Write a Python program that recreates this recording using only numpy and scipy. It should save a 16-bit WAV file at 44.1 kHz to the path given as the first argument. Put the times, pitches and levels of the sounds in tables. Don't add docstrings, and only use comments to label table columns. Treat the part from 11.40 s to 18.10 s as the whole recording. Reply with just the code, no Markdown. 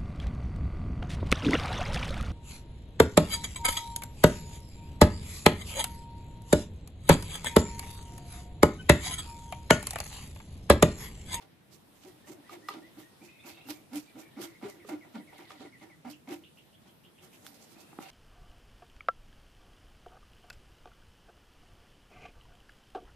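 import sys
import numpy as np
from scipy import signal
from scipy.io import wavfile
from scipy.ndimage import uniform_filter1d

SR = 44100
rng = np.random.default_rng(int(sys.argv[2]) if len(sys.argv) > 2 else 0)


def transcribe(u):
    v = np.clip(np.atleast_2d(u).T, -1, 1)
    q = np.round(v * 32767).astype(np.int16)
    wavfile.write(sys.argv[1], SR, q)


def undo_db(level):
    steps = np.asarray(level, float) / 20
    return 10 ** steps


N = 295632
TIME_S = np.arange(N) / SR
CONTROL_S = np.arange(0, N / SR + .002, .001)

# frequency in Hz, level in dB per Hz.
AIR_SPECTRUM = [(15, -47), (25, -14.5), (54, -12), (125, 3.5), (326, -0.5), (515, -5.5), (790, -7),
                (1120, -12), (3350, -15), (6200, -23.5), (10000, -19.5), (13100, -24), (15000, -10)]
# time in seconds, level in dB.
LEAF_LEVEL = [(0.0, -70), (1.32, -63), (1.7, -65), (2.37, -66), (2.99, -65), (3.79, -64.5), (4.74, -68.5),
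              (5.75, -68), (5.99, -64.5), (6.7, -63.5)]
# frequency in Hz, likeness 0-1.
AIR_LIKENESS = [(40, 0.225), (100, 0.58), (250, 0.51), (600, 0.025), (15000, 0.0196)]

# start in seconds, length in seconds, from Hz, to Hz, level in dB.
WHISTLES = [(0.68, 0.04, 1854, 1990, -74), (0.84, 0.072, 1790, 1960, -69.5),
            (1.04, 0.04, 1753, 2040, -67.5), (1.224, 0.055, 1790, 2040, -65),
            (1.421, 0.075, 1838, 2093, -65), (1.632, 0.058, 1820, 1960, -66.5)]
# start in seconds, length in seconds, from Hz, to Hz, level in dB.
DROPS = [(s, .038, 2260, 1800, db - 2.5) for s, db in [ (3.29, -61), (3.4, -62), (3.61, -59), (3.79, -64),
         (3.875, -61), (3.96, -63), (4.045, -61), (4.15, -65), (4.245, -61), (4.325, -59), (4.41, -61),
         (4.5, -62)]]
# start in seconds, length in seconds, from Hz, to Hz, level in dB.
CHIPS = [(s, .009, from_hz, to_hz, db) for s, from_hz, to_hz, db in [ (4.718, 2900, 3500, -62),
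         (4.731, 2450, 3100, -59), (5.037, 2700, 3600, -59), (5.049, 2500, 3150, -61),
         (5.063, 2600, 3100, -65), (5.173, 2450, 3450, -62), (5.186, 2500, 3500, -62),
         (5.198, 2600, 3300, -68), (5.328, 2700, 3200, -69), (5.34, 2800, 3500, -65),
         (5.351, 2900, 3450, -68), (5.478, 2900, 3400, -68), (5.49, 2900, 3400, -67),
         (5.637, 2400, 3200, -64), (5.65, 2700, 3600, -60), (5.662, 2900, 3450, -65),
         (5.78, 2450, 2900, -65), (5.786, 2500, 3400, -63), (5.93, 2300, 3300, -62),
         (5.943, 2350, 3450, -63)]]
# start in seconds, length in seconds, from Hz, to Hz, level in dB.
TRILLS = [(1.794, 0.053, 2250, 2500, -59.5), (1.845, .14, 2480, 2560, -58.5), (1.81, .16, 2000, 2100, -67),
          (1.985, 0.094, 2500, 2550, -58), (2.085, 0.26, 2620, 2720, -58), (1.94, 0.28, 2180, 2250, -64.5),
          (1.991, .03, 3500, 3500, -56), (2.101, 0.15, 3500, 3856, -66), (2.1, .14, 3300, 3260, -70),
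          (2.299, 0.096, 2350, 2250, -60.5), (2.66, 0.063, 2600, 2000, -60), (2.8, .09, 2300, 2300, -60),
          (2.8, 0.19, 1798, 1828, -67), (2.95, 0.234, 2200, 2060, -60), (3.051, .12, 1851, 2000, -67),
          (6.345, 0.18, 2500, 2700, -63.5), (6.61, 0.088, 2700, 2600, -60), (5.75, .12, 3300, 3190, -63.5)]

# start in seconds, length in seconds, level in dB.
RUSTLES = [(1.283, 0.12, -58), (2.05, .22, -65), (2.624, 0.26, -71.5), (3.75, .07, -64),
           (3.931, 0.11, -67.5), (4.04, .12, -63.5), (4.148, 0.18, -64.5), (4.38, 0.091, -71.5),
           (6.33, .2, -69), (6.598, 0.15, -62)]
# frequency in Hz, width in Hz, gain in dB.
RUSTLE_MODES = [(2920, 540, -3), (3700, 550, 2), (4580, 680, -2.5)]

# time in seconds, peak in dB, thud share in dB, ring length share, crack in dB.
KNOCKS = [
    (1.094, -39, -28, 2.4, -10),
    (1.286, -23.5, -35, 1.8, -17),
    (3.448, -49, -5, 1.3, -16),
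    (3.934, -68, -25, 1.1, -6),
    (3.983, -58, -28, 0.92, -6),
    (4.105, -37.5, -28, 1.06, -13),
    (4.208, -48, -10, 1.02, -14),
]
# frequency in Hz, level in dB, 60 dB decay in seconds.
SPOON_MODES = [(798, -4.5, 0.036), (976, -8.5, 0.06), (1210, 8, 0.019), (1310, -26, 0.009),
               (1960, -3, 0.021), (2250, -4, 0.0093), (2740, -8.5, 0.017), (3490, -9.5, 0.013),
               (4145, -6.5, 0.022), (5060, -5, 0.0064)]
# time in seconds, peak in dB.
SLAPS = [
    (6.529, -42),
    (6.587, -28),
]
# frequency in Hz, level in dB, 60 dB decay in seconds.
SLAP_MODES = [(293, 16.5, 0.013), (807, -3, 0.037), (1222, 1.5, 0.011), (1900, -15, 0.012),
              (2394, -21.5, 0.016)]
# time in seconds, peak in dB.
TICK = (6.0655, -31.5)

# peak in seconds, hiss in dB, treble lift in dB.
SPRAYS = [(0.018, -60.5, -10), (0.337, -66, 8), (.57, -71, 4), (0.635, -59.5, -7), (.68, -63.5, 3.5),
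          (0.89, -59, 0), (.93, -71, 7), (1.125, -54, -3), (1.298, -55.5, -4.5), (1.33, -52.5, -22),
          (1.601, -61, 3), (1.85, -64, 6), (2.086, -49.5, -1.5), (2.303, -48.5, 3), (2.572, -49.5, 4.5),
          (2.802, -57, 3), (3.03, -45, 1.5), (3.25, -57, -10), (3.298, -58.5, 4), (3.501, -55, 0.5),
          (3.755, -64, -6), (3.993, -59, -5), (4.03, -64.5, -24), (4.115, -56, -22), (4.215, -58.5, -23),
          (4.26, -67, -20), (4.429, -61.5, -13), (4.708, -57.5, 2.5), (4.919, -47.5, -7)]
# peak in seconds, hiss in dB, treble lift in dB.
LIGHT_SPRAYS = [(5.17, -79.5, 9), (5.48, -65, -11), (5.84, -62, 3.5), (5.95, -63, -1), (6.065, -57, 3),
                (6.145, -69, 9), (6.224, -64.5, 4.5), (6.32, -66, 4.5), (6.41, -67.5, 9.5),
                (6.63, -54.5, 0), (6.7, -53.5, -20)]
# time in seconds, peak in dB.
SNAPS = [(0.8729, -48), (0.8834, -45), (1.0954, -49), (1.1193, -47), (1.2852, -28.5), (2.0593, -45),
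         (2.2863, -36), (2.2967, -31), (2.3027, -28.5), (2.5272, -52), (2.5326, -44), (2.5573, -34.5),
         (2.5734, -37), (2.7871, -46), (3.0107, -38), (3.017, -32), (3.0404, -29), (3.2196, -51),
         (3.2985, -42), (3.4779, -54), (3.4913, -39.5), (3.7514, -46), (3.9811, -40), (4.104, -39),
         (4.2066, -45), (4.2373, -55), (4.4117, -60), (4.6513, -52), (4.7014, -44), (4.7096, -46),
         (4.8732, -52), (4.8884, -37)]
# frequency in Hz, level in dB per Hz.
HISS_SPECTRUM = [(880, -30), (1500, 7), (1640, -5), (1960, 7), (3000, 1.5), (4630, -9), (9000, -4.5),
                 (12500, -26.5), (15000, 35.5)]
# frequency in Hz, left minus right in dB.
HISS_LEAN = [(60, 0.0), (180, 1.0), (540, 64), (1630, 17.5), (4910, -29.5), (14800, -9)]
# frequency in Hz, width in Hz, gain in dB.
RATTLE_MODES = [(714, 180, 4.5), (816, 166, 4), (916, 108, -0.5), (1367, 263, -2.5), (1402, 114, 1.5),
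                (2054, 225, -7.5), (2550, 1470, -18)]

# frequency in Hz, width in Hz, gain in dB.
TOP_MODES = [(119.7, 12, -4), (206.3, 10, 1.5), (251.8, 1.7, -3), (294.7, 4.8, -1.5), (350, 8.3, -3.5),
             (411.2, 15, 13), (532, 66, 1)]
# frequency in Hz, width in Hz, gain in dB.
AFTER_RING_MODES = [(300, 21.7, 2.5), (332.3, 10.7, 1.5)]
# time in seconds, peak in dB, hold-back of the edge 0-1.
BITES = [(0.872, -32.5, 0.46), (1.125, -32, 0.3), (2.288, -27, 0.65), (2.533, -34, .2), (3.225, -28, 0.22),
         (3.752, -32, 0.18), (4.208, -31, 0.18), (2.513, -58, 0.21), (2.755, -49, 0.39), (2.964, -50, 0.44),
         (3.04, -26, 0.5), (3.214, -35, 0.74), (3.49, -31, 0.44), (3.743, -56, 0.65), (4.412, -39, 0.57),
         (4.651, -32, 0.72), (4.873, -25.5, 0.53), (4.921, -27.5, 0.35)]
# start in seconds, length in seconds, drum in dB, scale rows per second, crackle in dB.
STROKES = [(0.639, 0.073, -50, 360, -59.5), (0.879, 0.065, -47, 390, -58), (1.106, 0.059, -49, 357, -53),
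           (1.329, 0.079, -47.5, 354, -51.5), (1.565, 0.05, -48.5, 310, -56.5),
           (1.805, 0.066, -52, 349, -64), (2.04, 0.081, -50, 338, -54), (2.281, 0.046, -44.5, 293, -53.5),
           (2.512, 0.087, -42.5, 291, -53), (2.745, 0.078, -47, 333, -56.5),
           (2.964, 0.092, -40, 349, -49.5), (3.223, 0.071, -37, 406, -45),
           (3.483, 0.0773, -41.5, 370, -48.5), (3.738, 0.053, -43, 268, -49),
           (3.982, 0.053, -50.5, 342, -52), (4.19, 0.075, -49, 263, -53.5), (4.41, 0.06, -52.5, 326, -56),
           (4.642, 0.063, -45.5, 251, -49.5), (4.874, 0.081, -42, 353, -50)]
DRAGS = [(0.0, 0.071, -74, 388, -61), (0.29, 0.092, -64.5, 329.4, -68), (0.719, .07, -70, 300, -76),
         (.96, 0.066, -60, 295, -67), (1.211, 0.1, -59.5, 313, -73), (1.294, 0.022, -46.5, 403, -55),
         (2.165, 0.04, -66, 334.9, -59.5), (2.358, 0.078, -63.5, 310.3, -65.5),
         (3.06, 0.11, -68.5, 303.4, -74), (3.32, 0.12, -54, 341.3, -67.5), (3.63, 0.0709, -58, 329.8, -61),
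         (3.858, 0.051, -65, 300, -81), (3.92, 0.044, -62, 323.8, -53), (4.09, 0.095, -63.5, 328.3, -59),
         (4.99, .05, -79, 297.4, -67.5), (5.45, 0.048, -64.5, 344.2, -64.5), (5.64, 0.064, -64, 350, -79),
         (5.799, 0.086, -61, 365.7, -62.5), (6.02, 0.16, -68.5, 283.5, -62), (6.199, 0.031, -74, 285, -59),
         (6.34, 0.11, -61, 338, -63.5), (6.51, 0.027, -59, 312.8, -60), (6.594, 0.095, -68, 319, -52)]
PUSHES = [(1.36, 0.036, -44, 320, -60), (2.545, 0.039, -40.5, 300, -60), (4.905, 0.034, -40, 340, -55),
          (3.76, .025, -45, 216, -52), (.9, 0.027, -50, 320, -61), (2.3, 0.01, -41, 299.2, -50),
          (4.245, .015, -50, 400, -56), (1.165, 0.021, -48, 328, -73), (1.42, 0.022, -52.5, 327, -60),
          (2.25, 0.039, -53, 279.9, -63), (2.325, 0.021, -53, 356.2, -72), (3.793, 0.022, -43, 325.2, -57),
          (4.7, 0.024, -49.5, 309.2, -68), (3.505, 0.049, -40, 324.4, -47), (4.14, 0.036, -61, 300, -71),
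          (4.25, 0.037, -54, 278.4, -59), (4.475, 0.041, -59, 325, -63)]


def rms_one(x):
    return x / np.sqrt(np.mean(x ** 2) + 1e-20)


def in_time(rows):
    s, *columns = np.transpose(rows)
    return [np.interp(TIME_S, s, c) for c in columns]


def at_hz(points, hz):
    point_hz, value = np.transpose(points)
    return np.interp(np.log(hz), np.log(point_hz), value)


def high_pass(x, hz, order):
    return signal.sosfilt(signal.butter(order, hz, "high", fs=SR, output="sos"), x)


def drift(rate_hz):
    r = np.exp(-80 * np.pi * rate_hz / SR)
    noise = rng.standard_normal(N // 40 + 2002)
    slow = signal.lfilter([1], [1, -2 * r, r * r], noise)[2000:]
    return np.interp(np.arange(N) / 40, np.arange(len(slow)), rms_one(slow))


def resonate(x, modes):
    out = 0
    for k, (hz, width_hz, db) in enumerate(modes):
        r = np.exp(-np.pi * width_hz / SR)
        a = [1, -2 * r * np.cos(2 * np.pi * hz / SR), r * r]
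        out = out + (-1) ** k * undo_db(db) * signal.lfilter([(1 - r * r) / 2, 0, (r * r - 1) / 2], a, x)
    return out


def grains(per_s, spread_db):
    sizes = undo_db(spread_db * np.minimum(rng.exponential(1, N), 5)) * rng.choice([-1, 1], N)
    return sizes * (rng.random(N) < per_s / SR) + 1e-18


def bands(source, spectrum, likeness, patchy_db, lean=((20, 0), (20000, 0))):
    out = 0
    edges_hz = 22 * 2 ** np.arange(0, 9.6, .5)
    for k, (low, high) in enumerate(zip(edges_hz, edges_hz[1:])):
        hz = np.sqrt(low * high)
        if spectrum[0][0] / 1.2 < hz:
            band = signal.butter(2, [low, high], "band", fs=SR, output="sos")
            mid, side = signal.sosfilt(band, source[k % 2])
            alike = np.clip(at_hz(likeness, hz), 0, 1)
            lean_db = at_hz(lean, hz) * np.array([[.5], [-.5]])
            gain = undo_db(at_hz(spectrum, hz) + patchy_db * drift(7.4) + lean_db)
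            out = out + gain * (np.sqrt(1 + alike) * mid + np.sqrt(1 - alike) * side * [[1], [-1]])
    return out / np.sqrt(np.mean(out.mean(0) ** 2))


def struck(events, modes, length_share, crack_db):
    crack_s, chance_db = .0006, 1.85
    out, t = np.zeros(N + 9000), np.arange(9000) / SR
    for (s, db), share, crack in zip(events, length_share, crack_db):
        blow = undo_db(crack) * rng.standard_normal(len(t)) * np.exp(-t / crack_s)
        for (hz, mode_db, t60), chance in zip(modes, rng.normal(0, chance_db, len(modes))):
            decay = undo_db(mode_db + chance - 60 * t / (t60 * share))
            blow += decay * np.sin(2 * np.pi * hz * t) * np.minimum(hz * t / 2.0, 1)
        out[round(s * SR):][:len(t)] += undo_db(db) * blow / np.abs(blow).max()
    return out[:N]


def yard(x, t60, early_s):
    t = np.arange(round(.5 * SR)) / SR
    tail = rng.standard_normal((2, len(t))) * undo_db(-60 * t / t60) * (t > early_s)
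    return signal.fftconvolve(x[None], tail / np.sqrt(np.sum(tail ** 2, 1, keepdims=True)), axes=1)[:, :N]


def air():
    noise = rng.standard_normal((2, 2, N))
    steady = undo_db(-61.5) * bands(noise, AIR_SPECTRUM, AIR_LIKENESS, patchy_db=1.8)
    upper = high_pass(steady, 140, order=2)
    level_db = in_time(LEAF_LEVEL)[0]
    return steady + (undo_db(level_db - level_db.mean()) - 1) * upper


def bird_notes():
    spread_share = .02
    song = np.zeros(N)
    notes = WHISTLES + DROPS + CHIPS
    chances = 1 + spread_share * rng.standard_normal((len(notes), 3))
    for (s, length_s, from_hz, to_hz, db), (a, b, c) in zip(notes, chances):
        from_hz, to_hz, length_s = from_hz * a ** .5, to_hz * b, length_s * c ** 4
        u = np.linspace(0, 1, round(length_s * SR))
        phase = np.cumsum(from_hz + (to_hz - from_hz) * u ** 0.773) / SR
        swell = np.sin(np.pi * u ** 0.17) ** 0.22
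        song[round(s * SR):][:len(u)] += undo_db(db + 10.0) * swell * np.sin(2 * np.pi * phase)
    return song


def bird_trill():
    per_s, first_s, gap_share = 27.7, 1.83, .3
    sweep_share, edge_s = .06, .012
    song = np.zeros(N)
    cycle = (TIME_S - first_s) * per_s % 1
    gate = np.clip(np.minimum(cycle - gap_share, 1 - cycle) * 6, .18, 1)
    flutter = undo_db(3 + 2.0 * drift(40)) * gate
    waver = 1 + .024 * drift(150)
    for s, length_s, from_hz, to_hz, db in TRILLS:
        since = TIME_S - s
        edges = np.clip(np.minimum(since, length_s - since) / edge_s, 0, 1)
        glide_hz = from_hz + (to_hz - from_hz) * since / length_s
        hz = glide_hz * (waver + sweep_share * (3 * cycle - 2))
        song += undo_db(db) * edges * flutter * np.sin(2 * np.pi * np.cumsum(hz) / SR)
    return song


def bird():
    song = (bird_notes() + bird_trill()) * undo_db(2.0 * drift(120))
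    return undo_db(-5) * song + undo_db(-4) * yard(song, t60=.22, early_s=.004)


def rustling():
    s, length_s, db = np.array(RUSTLES).T[:, :, None]
    along = np.clip((CONTROL_S - s) / length_s, 0, 1)
    swell = np.sum(undo_db(db) * np.sin(np.pi * along ** 0.57), axis=0)
    ears = [rms_one(resonate(grains(1200, spread_db=2.5), RUSTLE_MODES)) for ear in "lr"]
    return np.interp(TIME_S, CONTROL_S, swell) * undo_db(2.8 * drift(40)) * ears * undo_db([[-2.5], [2.5]])


def knocks():
    rows = np.array(KNOCKS)
    thud = np.zeros(N)
    thud[np.round(rows[:, 0] * SR).astype(int)] = undo_db(rows[:, 1] + rows[:, 2] + 47.5)
    spoon = struck(rows[:, :2], SPOON_MODES, rows[:, 3], rows[:, 4])
    slaps = struck(SLAPS, SLAP_MODES, [.8, .8], crack_db=[-30, -30])
    return spoon + resonate(thud + 1e-18, TOP_MODES) + slaps


def tick():
    return struck([TICK], [(1440, 20.3, 0.0037), (3500, 3.0, 0.0076)], [1], crack_db=[3])


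def spraying():
    rise_s, fall_s, round_s, skirt_db, skirt_s = 0.017, 0.022, 0.0076, -20.5, 0.11
    rows = np.array(SPRAYS + LIGHT_SPRAYS)
    since = CONTROL_S - rows[:, :1]
    away = np.sqrt(since ** 2 + round_s ** 2) - round_s
    shape = np.exp(-away / np.where(since < 0, rise_s, fall_s))
    shape = shape + undo_db(skirt_db) * np.exp(-away / skirt_s) * (since > 0)
    power = np.sum((undo_db(rows[:, 1:2]) * shape) ** 2, axis=0)
    return np.interp(TIME_S, CONTROL_S, np.sqrt(power))


def snapping():
    level_db, ease_s = -13.5, 0.0067
    s, db = np.transpose(SNAPS)
    tear = np.zeros(N)
    tear[np.round(s * SR).astype(int)] = undo_db(db + level_db)
    return signal.lfilter([1], [1, -np.exp(-1 / (ease_s * SR))], tear + 1e-18)


def scale_hiss(clump):
    clicks = [[rms_one(grains(4000, spread_db=0.5)) for ear in "lr"] for deal in "ab"]
    clicks = np.array(clicks) * clump ** 0.6
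    likeness = [(1500, 0.064), (15000, 0.2)]
    level = np.hypot(spraying(), snapping())
    hiss = level * bands(clicks, HISS_SPECTRUM, likeness, patchy_db=2.0, lean=HISS_LEAN)
    lift_db = in_time(SPRAYS + LIGHT_SPRAYS)[1]
    return hiss + (undo_db(lift_db) - 1) * high_pass(hiss, 3000, order=2)


def effort(column, peak_share, swell_db, release_s):
    attack_s = 0.0032
    rows = np.array(STROKES + DRAGS + PUSHES)
    since, length_s = CONTROL_S - rows[:, :1], rows[:, 1:2]
    along = np.clip(since / length_s, 0, 1)
    before, after = (peak_share - along) / peak_share, (along - peak_share) / (1 - peak_share)
    off = np.where(along < peak_share, before, after)
    edges = np.clip(since / attack_s, 0, 1) * np.exp(-np.maximum(since - length_s, 0) / release_s)
    power = np.sum((undo_db(rows[:, column, None] + swell_db * off ** 2) * edges) ** 2, axis=0)
    return np.interp(TIME_S, CONTROL_S, np.sqrt(power))


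def biting(size, ease_s):
    bite = np.zeros(N)
    bite[[round(row[0] * SR) for row in BITES]] = size
    return signal.lfilter([1], [1, -np.exp(-1 / (ease_s * SR))], bite + 1e-18)


def scale_crackle(clump):
    snaps = grains(1500, spread_db=2.0) * clump
    force = effort(column=4, peak_share=0.26, swell_db=-10, release_s=0.016)
    force = force + undo_db(-19) * biting(undo_db(np.array(BITES)[:, 1]), ease_s=0.0087)
    return force * rms_one(resonate(snaps, RATTLE_MODES))


def rows_per_s():
    start_per_s, speed_up_share = 215, 0.31
    points = [(s, start_per_s) for s, *_ in STROKES]
    for s, length_s, _, per_s, _ in STROKES + DRAGS + PUSHES:
        points += [(s + speed_up_share * length_s, per_s), (s + .8 * length_s, per_s)]
    return in_time(sorted(points))[0]


def drumming():
    force = effort(column=2, peak_share=0.51, swell_db=-13, release_s=0.021)
    held = biting(np.array(BITES)[:, 2], ease_s=0.02367)
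    turns = np.cumsum(rows_per_s() * (1 - 0.0505 * held + 0.03554 * drift(51.4))) / SR
    friction = .2 * drift(330)
    push = np.sin(2 * np.pi * turns) * undo_db(2.0 * drift(30)) + friction
    top = resonate(push, TOP_MODES) + undo_db(-2) * push
    even = top / np.sqrt(uniform_filter1d(top ** 2, size=1800))
    drum = force * undo_db(3.5 * held) * even
    return drum + resonate(drum, AFTER_RING_MODES)


def scene():
    clump = undo_db(3.2 * drift(110))
    crackle, hiss = scale_crackle(clump), scale_hiss(clump)
    drum, hits = drumming(), knocks()
    near = drum * undo_db([[-.2], [.2]]) + (crackle * undo_db(-3) + hits) * undo_db([[-1.2], [1.2]])
    porch = undo_db(-7.5) * yard(drum, t60=0.19, early_s=0.001)
    porch = porch + undo_db(-2.5) * yard(crackle, t60=0.073, early_s=0.0022)
    porch = porch + undo_db(-7) * yard(hits, t60=0.19, early_s=0.013)
    table = high_pass(near + porch, 125, order=4)
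    return table + tick() + hiss + bird() + air() + rustling()


def band_limit(x):
    return signal.sosfilt(signal.butter(12, 15380, fs=SR, output="sos"), x)


def record(dry):
    cut = signal.sosfilt(signal.cheby2(14, 45, 14900, fs=SR, output="sos"), dry)
    return band_limit(cut)


dry = scene()
out = record(dry)
transcribe(out)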